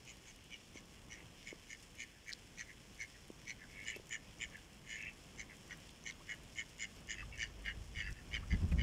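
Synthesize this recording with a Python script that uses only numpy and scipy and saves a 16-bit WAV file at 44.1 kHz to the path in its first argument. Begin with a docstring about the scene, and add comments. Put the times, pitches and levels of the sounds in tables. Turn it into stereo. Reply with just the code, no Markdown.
"""From the start, a fountain hisses across a pond over the rumble of the town.
Mallards waddle over the grass a few metres away. Their bills tick open and they quack softly:
pulses from the voice box (syrinx) make the throat and bill ring. The quacks grow louder, with dull
knocks, murmurs and sharp ticks in between, and faint squeaks after six seconds.
From about seven seconds a low hum swells and gusts of wind hit the microphone's left side."""
import sys
import numpy as np
from scipy import signal
from scipy.fft import rfft, irfft, next_fast_len
from scipy.io import wavfile
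from scipy.ndimage import uniform_filter1d, map_coordinates

SR = 44100
rng = np.random.default_rng(int(sys.argv[2]) if len(sys.argv) > 2 else 0)


def materialize(psi):
    """Save the field psi as 16-bit PCM at rate SR to the path in sys.argv[1].

    A 1-D psi becomes a single channel; in a 2-D psi each row is a channel.
    """
    bounded = np.clip(np.atleast_2d(psi).T, -1, 1)
    quanta = np.round(bounded * 32767).astype(np.int16)
    wavfile.write(sys.argv[1], SR, quanta)


N = 388962

# tone of the fountain's hiss: pitch_hz, level_db
FOUNTAIN_TONE = [(900, -40), (1500, -5.5), (2400, -1), (3000, 1), (3420, -1), (3720, -9.5), (4750, -8.5),
                 (5400, -1), (5950, -5), (6850, -3.5), (7600, -5), (10300, -12.5), (11500, -18),
                 (15300, -23)]
# tone of the town's rumble: pitch_hz, level_db
TOWN_TONE = [(15, -38), (25, 1), (59, -1), (162, -3), (468, -10.5), (603, -14), (934, -17.5), (1090, -16.5),
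             (1400, -22.5), (1820, -27.5), (3080, -120)]
# shape of the rumble's swell, softened in town(): time_s, level_db
TOWN_SWELL = [(0.0, -65.5), (4.3, -64), (4.44, -63), (5.11, -63), (5.27, -61), (6.91, -63), (8.3, -59)]
# how far sounds lean left, scaled for each side in far_away(): pitch_hz, lean_db
FAR_LEAN = [(60, 2.5), (200, 0.5), (400, 5), (800, 2.5), (1300, -1.5), (2000, -3.5), (3100, -5),
            (3800, -2.5), (5200, 1), (6200, 8.5), (8200, 10.5), (10000, 7), (14000, 0)]
# how wide far sounds seem: pitch_hz, side_gain_db
FAR_WIDTH = [(50, -10.5), (200, -11.5), (500, -3), (1200, 4), (3000, 0.5), (12000, 0)]
# open-billed quacks: middle_s, length_s, level_db, throat_hz, bill_db
QUACKS = [(0.095, .069, -55, 2310, -1), (0.291, .074, -59, 2100, -1.5), (0.534, 0.059, -49.5, 2230, -14),
          (0.773, .064, -52.5, 2040, -7.5), (1.132, 0.063, -49.5, 2084, -7), (1.491, .068, -47, 2090, -6.5),
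          (1.723, 0.068, -45.5, 2045, -8.5), (2.013, .071, -43.5, 2122, -10),
          (2.293, 0.055, -42, 1958, -15), (2.604, 0.058, -41.5, 2028, -10), (3.022, .06, -41, 2066, -9.5),
          (3.498, 0.058, -42.5, 2150, -9), (3.894, 0.074, -39, 2038, -6.5), (4.137, 0.065, -38.7, 2040, -6),
          (4.43, 0.06, -38.7, 2095, -10), (4.931, .13, -41.5, 2010, -13), (5.405, 0.057, -44.5, 1995, -6.5),
          (5.719, 0.043, -42.5, 1875, -14.5), (6.083, .058, -42, 2067, -3),
          (6.312, 0.064, -40, 1980, -13.5), (6.595, .065, -39.5, 2032, -8.5),
          (6.826, 0.07, -39.5, 1980, -6), (7.117, 0.07, -40, 2013, -6.5), (7.422, 0.075, -37, 2042, -8.5),
          (7.681, 0.068, -37, 1996, -23), (7.996, .082, -38.8, 2000, -17), (8.351, .062, -37, 2028, -17.5),
          (8.526, .053, -41, 1923, -20), (8.804, .052, -41, 2040, -18)]
# the voice as the ducks turn and waddle: time_s, mouth_db, bill_hz, pan_db
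TURNING = [(0, -10, 6730, 2), (.7, -6.5, 5820, 6), (1.15, -10, 5800, 0), (1.5, -11.5, 6750, -1),
           (2.6, -17, 6070, -2), (3.5, -19, 5750, -3.5), (3.88, -5.5, 6850, -1), (4.8, -7.5, 6800, 3.5),
           (5.45, -6, 6100, -1.5), (6.08, -6, 6020, -3), (6.35, -4.5, 6700, -2.5), (7.1, -0.5, 6620, -1.5),
           (7.5, -3, 6000, -3), (8.82, -1, 6020, -2.5)]
# the voice's third ringing note, which comes out as the ducks draw near: time_s, level_db
THIRD_RING = [(6.1, -18), (6.8, -11), (7.4, -5), (7.7, -9), (8.35, -3), (8.82, -7)]
# hoarse rasp, compared with the bill's ring: time_s, level_db
HOARSENESS = [(0, -5), (3.5, 0.5), (4.1, -11), (5.4, -5), (6.1, -6.5), (6.6, -15), (8.8, -2)]
# tone of the ducks on the left: pitch_hz, gain_db
DUCK_LEFT_TONE = [(1400, -7), (1750, 3), (1950, -13), (2200, 3.5), (2450, 1), (2900, -5), (3700, 4.5),
                  (4300, 7), (4850, -3), (5600, 1.5), (7200, 5), (7600, 3), (9000, -12)]
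# dulling of the ducks on the right, scaled in ducks(): pitch_hz, cut_db
DUCK_RIGHT_CUT = [(1000, -5.5), (2400, 0.5), (2950, 7.5), (3600, 7.5), (4300, -10.5), (4900, 19),
                  (5500, -3), (5850, 19), (6400, 35), (7000, 18), (9000, 20)]
# soft, dull knocks: start_s, peak_db, pitch_hz
KNOCKS = [(.756, -42, 288), (1.527, -39, 380), (3.301, -40, 344), (3.962, -42.5, 416), (3.967, -44, 410),
          (3.997, -45.5, 410), (8.722, -43, 497)]
# murmurs through a nearly shut bill: middle_s, length_s, level_db, throat_hz
MURMURS = [(1.186, .095, -55.5, 2020), (2.173, .039, -60, 1860), (2.696, .064, -47.5, 1940),
           (3.155, 0.043, -56, 1800), (3.619, .072, -50, 1840), (3.8025, 0.2, -49.5, 1950),
           (3.943, 0.062, -50, 2200), (4.547, 0.064, -48.5, 1900), (5.008, 0.11, -45, 2090),
           (5.07, 0.091, -46.5, 2230), (5.52, 0.062, -51, 1925), (7.196, .078, -42.5, 1860),
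           (7.345, .05, -52.5, 2110), (8.065, .099, -40.5, 1870), (8.19, 0.062, -54, 1720)]
# sharp ticks: start_s, peak_db, pitch_hz, pan_db
SHARP_TICKS = [(2.32, -39, 4500, -1), (2.3284, -27.5, 4530, -24), (2.3334, -28, 4700, 5),
               (2.349, -48, 4500, 0), (3.961, -44, 5500, 0), (3.964, -45, 11600, -8),
               (5.025, -43, 6250, 15), (5.8927, -46, 2970, -5), (6.11, -39, 3330, 0), (6.123, -45, 3300, 3),
               (8.0225, -44, 5800, 18), (8.128, -41.5, 5860, 20)]
# faint squeaks: middle_s, length_s, level_db, start_hz, end_hz
SQUEAKS = [(6.211, 0.039, -58.5, 778, 1430), (7.231, 0.028, -51, 1510, 980),
           (8.435, 0.029, -54.5, 996, 1390), (8.724, .03, -47, 2644, 1870)]
# swell of the low hum: time_s, level_db
HUM_SWELL = [(0, -78), (6.7, -71), (7.05, -60), (7.5, -56), (7.9, -50.5), (8.3, -67), (8.82, -69)]
# wind gusts, before the boost in wind(): time_s, level_db
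GUSTS = [(7.15, -76), (7.232, -54), (7.698, -66.5), (7.79, -50.5), (7.94, -62.5), (7.982, -43),
         (8.004, -57), (8.126, -46), (8.15, -64), (8.316, -56.5), (8.336, -47), (8.474, -52), (8.54, -31.5),
         (8.592, -45.5), (8.632, -32), (8.698, -45.5), (8.722, -33.5), (8.82, -35.5)]
# tone of the swirling air: pitch_hz, level_db
WIND_TONE = [(10, -22), (35, 0), (75, 4), (140, -10.5), (250, -25.5), (500, -51), (1200, -45),
             (4000, -69), (12000, -90)]


def undb(db):
    """Turn decibels into a gain to multiply by."""
    return 10 ** (np.asarray(db) / 20)


def unit(x):
    """Scale to an average strength (rms) of 1."""
    return x / np.sqrt(np.mean(x ** 2))


def at(rows, s):
    """Read a time table's values at time s."""
    times, *columns = np.transpose(rows)
    return [np.interp(s, times, column) for column in columns]


def curve(rows):
    """Read a time table at every sample."""
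    return at(rows, np.arange(N) / SR)[0]


def colour(x, points, share=1):
    """Change the tone by a table of (pitch_hz, gain_db); share scales the decibels."""
    hz, db = np.transpose(points)
    bins_hz = np.maximum(np.fft.rfftfreq(x.shape[-1], 1 / SR), 1)
    gain = undb(share * np.interp(np.log(bins_hz), np.log(hz), db))
    return irfft(rfft(x) * gain, x.shape[-1])


def ring(x, hz, width_hz):
    """Make a sound ring around one pitch (a resonance)."""
    return signal.lfilter(*signal.iirpeak(min(hz, SR / 2 - 1000), hz / width_hz, fs=SR), x)


def formant(x, hz, width_hz):
    """Ring twice, for a more focused tone and a softer start."""
    return ring(ring(x, hz, width_hz), hz, width_hz)


def pan(db):
    """Two gains that make the left louder than the right by db."""
    return unit(undb(np.array([[db], [-db]]) / 2))


def wander(per_second):
    """A smooth random drift, about 1 in size."""
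    hold = int(SR / per_second)
    steps = np.repeat(rng.standard_normal(N // hold + 1), hold)
    return unit(uniform_filter1d(steps, hold)[:N])


def add(out, start_s, sound):
    """Mix a stereo sound in at start_s."""
    i = int(round(start_s * SR))
    a, b = max(i, 0), min(i + sound.shape[1], out.shape[1])
    out[:, a:b] += sound[:, a - i:b - i]


def far_away(middle, side):
    """Spread two noises into one wide, distant sound."""
    side = colour(side, FAR_WIDTH)
    left = colour(middle + side, FAR_LEAN, 0.56)
    right = colour(middle - side, FAR_LEAN, -0.63)
    even_out = [(hz, -10 * np.log10(np.cosh(db * np.log(10) / 10))) for hz, db in FAR_LEAN]
    return colour(np.array([left, right]), even_out)


def splashes(per_second=3000, spread_db=3, wash=0.87, flicker_db=1.1):
    """Countless droplets land on the pond, over the steady wash of the jet."""
    sizes = undb(spread_db * np.minimum(rng.exponential(size=N), 3))
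    drops = (rng.random(N) < per_second / SR) * rng.standard_normal(N) * sizes
    hiss = unit(drops) + wash * rng.standard_normal(N)
    # big drops and fine spray come down in separate surges
    surges = sum(ring(hiss, hz, hz / 2) * (undb(flicker_db * wander(16)) - 1)
                 for hz in (1980, 3150, 5400, 8350))
    return unit(colour(hiss + surges, FOUNTAIN_TONE))


def fountain(level_db=-62):
    """Distant splashes blend into a slightly flickering hiss."""
    return far_away(splashes(), splashes()) * undb(level_db + 0.21 * wander(1.51) + .5 * wander(14))


def town(level_db=-59.5):
    """The town rumbles: deep noise that wavers and slowly swells."""
    swell_db = curve(TOWN_SWELL)
    swell_db = 0.74 * (swell_db - np.median(swell_db))
    middle, side = (unit(colour(rng.standard_normal(N), TOWN_TONE)) for _ in range(2))
    return far_away(middle, side) * undb(level_db + swell_db + 1.2 * wander(6.8))


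def tick(peak_db, hz):
    """A hard, gritty touch rings very briefly."""
    t = np.arange(SR // 6) / SR
    touch = rng.standard_normal(len(t)) * (np.exp(-t / .0007) + .035 * np.exp(-t / .007))
    sound = formant(touch, hz, 1900) + 0.17 * formant(touch, 4300, 5000)
    return undb(peak_db) * sound / np.abs(sound).max()


def bill_ticks(lead_s=.044):
    """The bill ticks as it parts, just before each quack."""
    out = np.zeros((2, N))
    for middle_s, _, db, _, bill_db in QUACKS:
        add(out, middle_s - lead_s, pan(17) * tick(db + bill_db + 2, hz=5930))
    return out


def syrinx(t, length_s, rate_hz, jitter=.045, scatter_db=1.5, puff_s=0.0014):
    """The voice box: its membranes snap in uneven pulses, each in a puff of air, as breath leaks by."""
    def swell(u):
        return np.exp(-np.abs(u / (0.44 * length_s)) ** np.where(u < 0, 2.6, 2.7))

    pulses = np.arange(-14, 15)
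    slip, scatter = rng.standard_normal((2, len(pulses)))
    times = (pulses + jitter * slip) / rate_hz
    sizes = swell(times) * undb(scatter_db * scatter)
    snaps = np.bincount(np.clip(np.searchsorted(t, times), 0, len(t) - 1), sizes, len(t))
    puff_shape = sizes @ np.exp(-.5 * ((t - times[:, None] - .0006) / puff_s) ** 2)
    puffs = 0.35 * puff_shape * rng.standard_normal(len(t))
    leak = swell(t) * rng.standard_normal(len(t))
    return snaps, puffs, leak


def arch(voice, t, length_s, depth=0.034, waver=0.0095):
    """The whole voice rises in pitch as the duck pushes, then sinks as the call dies."""
    push = np.exp(-((t + .12 * length_s) / (0.475 * length_s)) ** 2)
    speed = 1 + depth * (push - .75) + waver * wander(69.66)[:len(t)]
    place = np.cumsum(speed)
    return map_coordinates(voice, [place - place[len(t) // 2] + len(t) // 2], order=3)


def duck_call(middle_s, length_s, db, throat_hz, bill_db, rest_rate_hz, mouth_hz, samples=12288):
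    """Pulses ring the throat, mouth and bill; the highest notes sound only while the bill is open."""
    t = (np.arange(samples) - samples // 2) / SR
    mouth_db, bill_hz, _ = at(TURNING, middle_s)
    third_db = at(THIRD_RING, middle_s)[0] + 0.42 * bill_db + 2.5
    hoarse_db = at(HOARSENESS, middle_s)[0]
    # a tighter throat goes with faster pulses and a louder mouth
    effort = np.clip((throat_hz - 2028) / 130.5, -1, 1)
    mouth_db += 6.5 * effort
    snaps, puffs, leak = syrinx(t, length_s, rest_rate_hz + 9 * effort)
    clear = snaps + .2 * puffs + .018 * leak
    raspy = snaps + .85 * puffs + .025 * leak
    airy = raspy + 0.082 * leak
    opening = np.exp(-.5 * ((t + 0.0018) / (0.44 * length_s)) ** 2)
    closing = 1 + .5 * np.tanh(t / (0.51 * length_s))  # the low throat note takes over as the bill shuts
    closing *= min(1, 0.077 / length_s) ** 1.06  # long calls stay on the high one
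    low_note = 0.91 * closing * formant(clear, 0.8883 * throat_hz, 299)
    throat = unit(formant(clear, 1.06 * throat_hz, 288) - low_note)
    mouth = unit(formant(clear, mouth_hz, 173) + 0.097 * formant(raspy, 1.12 * mouth_hz, 186))
    third = unit(opening * formant(raspy, 4750 + 0.33 * (bill_hz - 6000), 220))
    bill = unit(opening * (formant(airy, 1.001 * bill_hz, 630) + 0.62 * formant(raspy, 5880, 320)
                           + 0.47 * formant(airy, 6920, 420)))
    rasp = unit(opening * formant(raspy, 5000, 3200))
    voice = throat + undb(mouth_db) * mouth + undb(third_db) * third
    voice += undb(bill_db - 1) * (bill + undb(hoarse_db) * rasp)
    voice += undb(-47) * unit(opening * ring(raspy, 1340, 2500))
    return arch(voice, t, length_s) * undb(db - 1.02) * np.sqrt(0.64 * length_s * SR / samples)


def ground_bounces(voice, echo_db=-12, earliest_s=0.00039, latest_s=.0045, count=3):
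    """Each side also hears a few quick bounces off the ground, different for every call."""
    lags = (rng.uniform(earliest_s, latest_s, (2, count)) * SR).astype(int)
    echoes = np.array([sum((-1) ** k * np.roll(voice, lag) for k, lag in enumerate(side))
                       for side in lags])
    heard = voice + undb(echo_db) * echoes
    return heard * voice.std() / heard.std(axis=1, keepdims=True)


def bank_echo(direct, level_db=-20.5, fade_s=0.32):
    """The bank and trees scatter a faint echo back."""
    t = np.arange(SR // 2) / SR
    tail = rng.standard_normal((2, len(t))) * undb(-60 * t / fade_s) * (1 - np.exp(-t / 0.0083))
    tail /= np.sqrt(np.sum(tail ** 2) / 2)
    return undb(level_db) * signal.fftconvolve(direct, tail, axes=1)[:, :N]


def ducks(right_delay_s=0.00036):
    """All the quacks and murmurs, reaching the left side a little earlier."""
    out = np.zeros((2, next_fast_len(N + SR // 4)))
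    quacks = [(s, duck_call(s, *shape, rest_rate_hz=112, mouth_hz=2948), at(TURNING, s)[-1])
              for s, *shape in QUACKS]
    murmurs = [(s, duck_call(s, *shape, bill_db=-28, rest_rate_hz=102, mouth_hz=2660), 2)
               for s, *shape in MURMURS]
    for middle_s, voice, pan_db in quacks + murmurs:
        add(out, middle_s - .0024 - len(voice) / SR / 2, pan(pan_db) * ground_bounces(voice))
    left, right = out
    # the right side dulls as the ducks come nearer and move out of its aim
    dullness = np.interp(np.arange(len(right)) / SR, [1.2, 5.2], [.2, 1])
    right = right + dullness * (colour(right, DUCK_RIGHT_CUT, -1.26) - right)
    direct = np.array([colour(left, DUCK_LEFT_TONE), np.roll(right, int(right_delay_s * SR))])[:, :N]
    return direct + bank_echo(direct)


def grass(per_second=9, level_db=-53, spread_db=3, count=120):
    """Webbed feet and bills stir the grass into faint, uneven ticks."""
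    out, t = np.zeros((2, N)), np.arange(SR // 100) / SR
    gaps, sizes, pitches = rng.random((count, 3)).T
    times = np.cumsum(-np.log(1 - gaps)) / per_second
    for start_s, size, pitch in zip(times, sizes, pitches):
        brush = rng.standard_normal(len(t)) * np.exp(-t / 0.0021)
        blade = ring(brush, 5000 + 3500 * pitch, 3000)
        peak_db = level_db + spread_db * (2 * size - 1)
        add(out, start_s, pan(7) * undb(peak_db) * blade / np.abs(blade).max())
    return out


def knocks(touch_s=0.00022):
    """A soft push sets off a low ring that dies quickly."""
    out, t = np.zeros((2, N)), np.arange(SR // 6) / SR
    push = np.exp(-.5 * ((t - .001) / touch_s) ** 2)
    for start_s, db, hz in KNOCKS:
        knock = formant(push, hz, 350) + 0.16 * formant(push, 820, 600)
        add(out, start_s, pan(-2.5) * undb(db) * knock / np.abs(knock).max())
    return out


def sharp_ticks():
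    """A few hard touches click among the calls."""
    out = np.zeros((2, N))
    for start_s, db, hz, pan_db in SHARP_TICKS:
        add(out, start_s, pan(pan_db) * tick(db, hz))
    return out


def squeaks(roughness=.7):
    """Short, slightly rough tones slide up or down."""
    out = np.zeros((2, N))
    for middle_s, length_s, db, start_hz, end_hz in SQUEAKS:
        hz = np.geomspace(start_hz, end_hz, int(length_s * SR))
        hz *= 1 + roughness * rng.standard_normal(len(hz))
        tone = np.sin(2 * np.pi * np.cumsum(hz) / SR)
        add(out, middle_s - length_s / 2, pan(-1) * undb(db) * np.hanning(len(hz)) * tone)
    return out


def hum(pitch_hz=52):
    """A low, wavering tone, very faint until it swells near the end."""
    hz = pitch_hz * (1 + 0.013 * wander(10))
    tone = np.sqrt(2) * np.sin(2 * np.pi * np.cumsum(hz) / SR)
    return pan(1.4) * tone * undb(curve(HUM_SWELL) + 2.1 * wander(3.3))


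def wind(boost_db=8, right_db=-28):
    """Swirls of air hit the microphone's left side; the hardest gusts shed smaller swirls too."""
    blowing = np.arange(N) / SR > GUSTS[0][0]
    force = undb(curve(GUSTS) + boost_db) * uniform_filter1d(1. * blowing, SR // 10)
    swirls = unit(colour(rng.standard_normal((2, N)), WIND_TONE))
    swirls /= np.sqrt(uniform_filter1d(swirls ** 2, SR // 25, axis=1))  # even out, so force sets the level
    small_swirls = unit(formant(rng.standard_normal((2, N)), 164, 108))
    small_swirls *= undb(-7.5) * np.sqrt(force / force.max())
    return force * (swirls + small_swirls) * undb([[0], [right_db]])


def scene():
    """Everything heard on the bank, added together."""
    nearby = ducks() + bill_ticks() + sharp_ticks() + knocks() + grass() + squeaks()
    return nearby + fountain() + town() + hum() + wind()


def record(dry):
    """Cut the highest treble, above 15500 Hz."""
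    return signal.sosfilt(signal.ellip(8, .2, 70, 15500, fs=SR, output="sos"), dry)


dry = scene()
out = record(dry)
materialize(out)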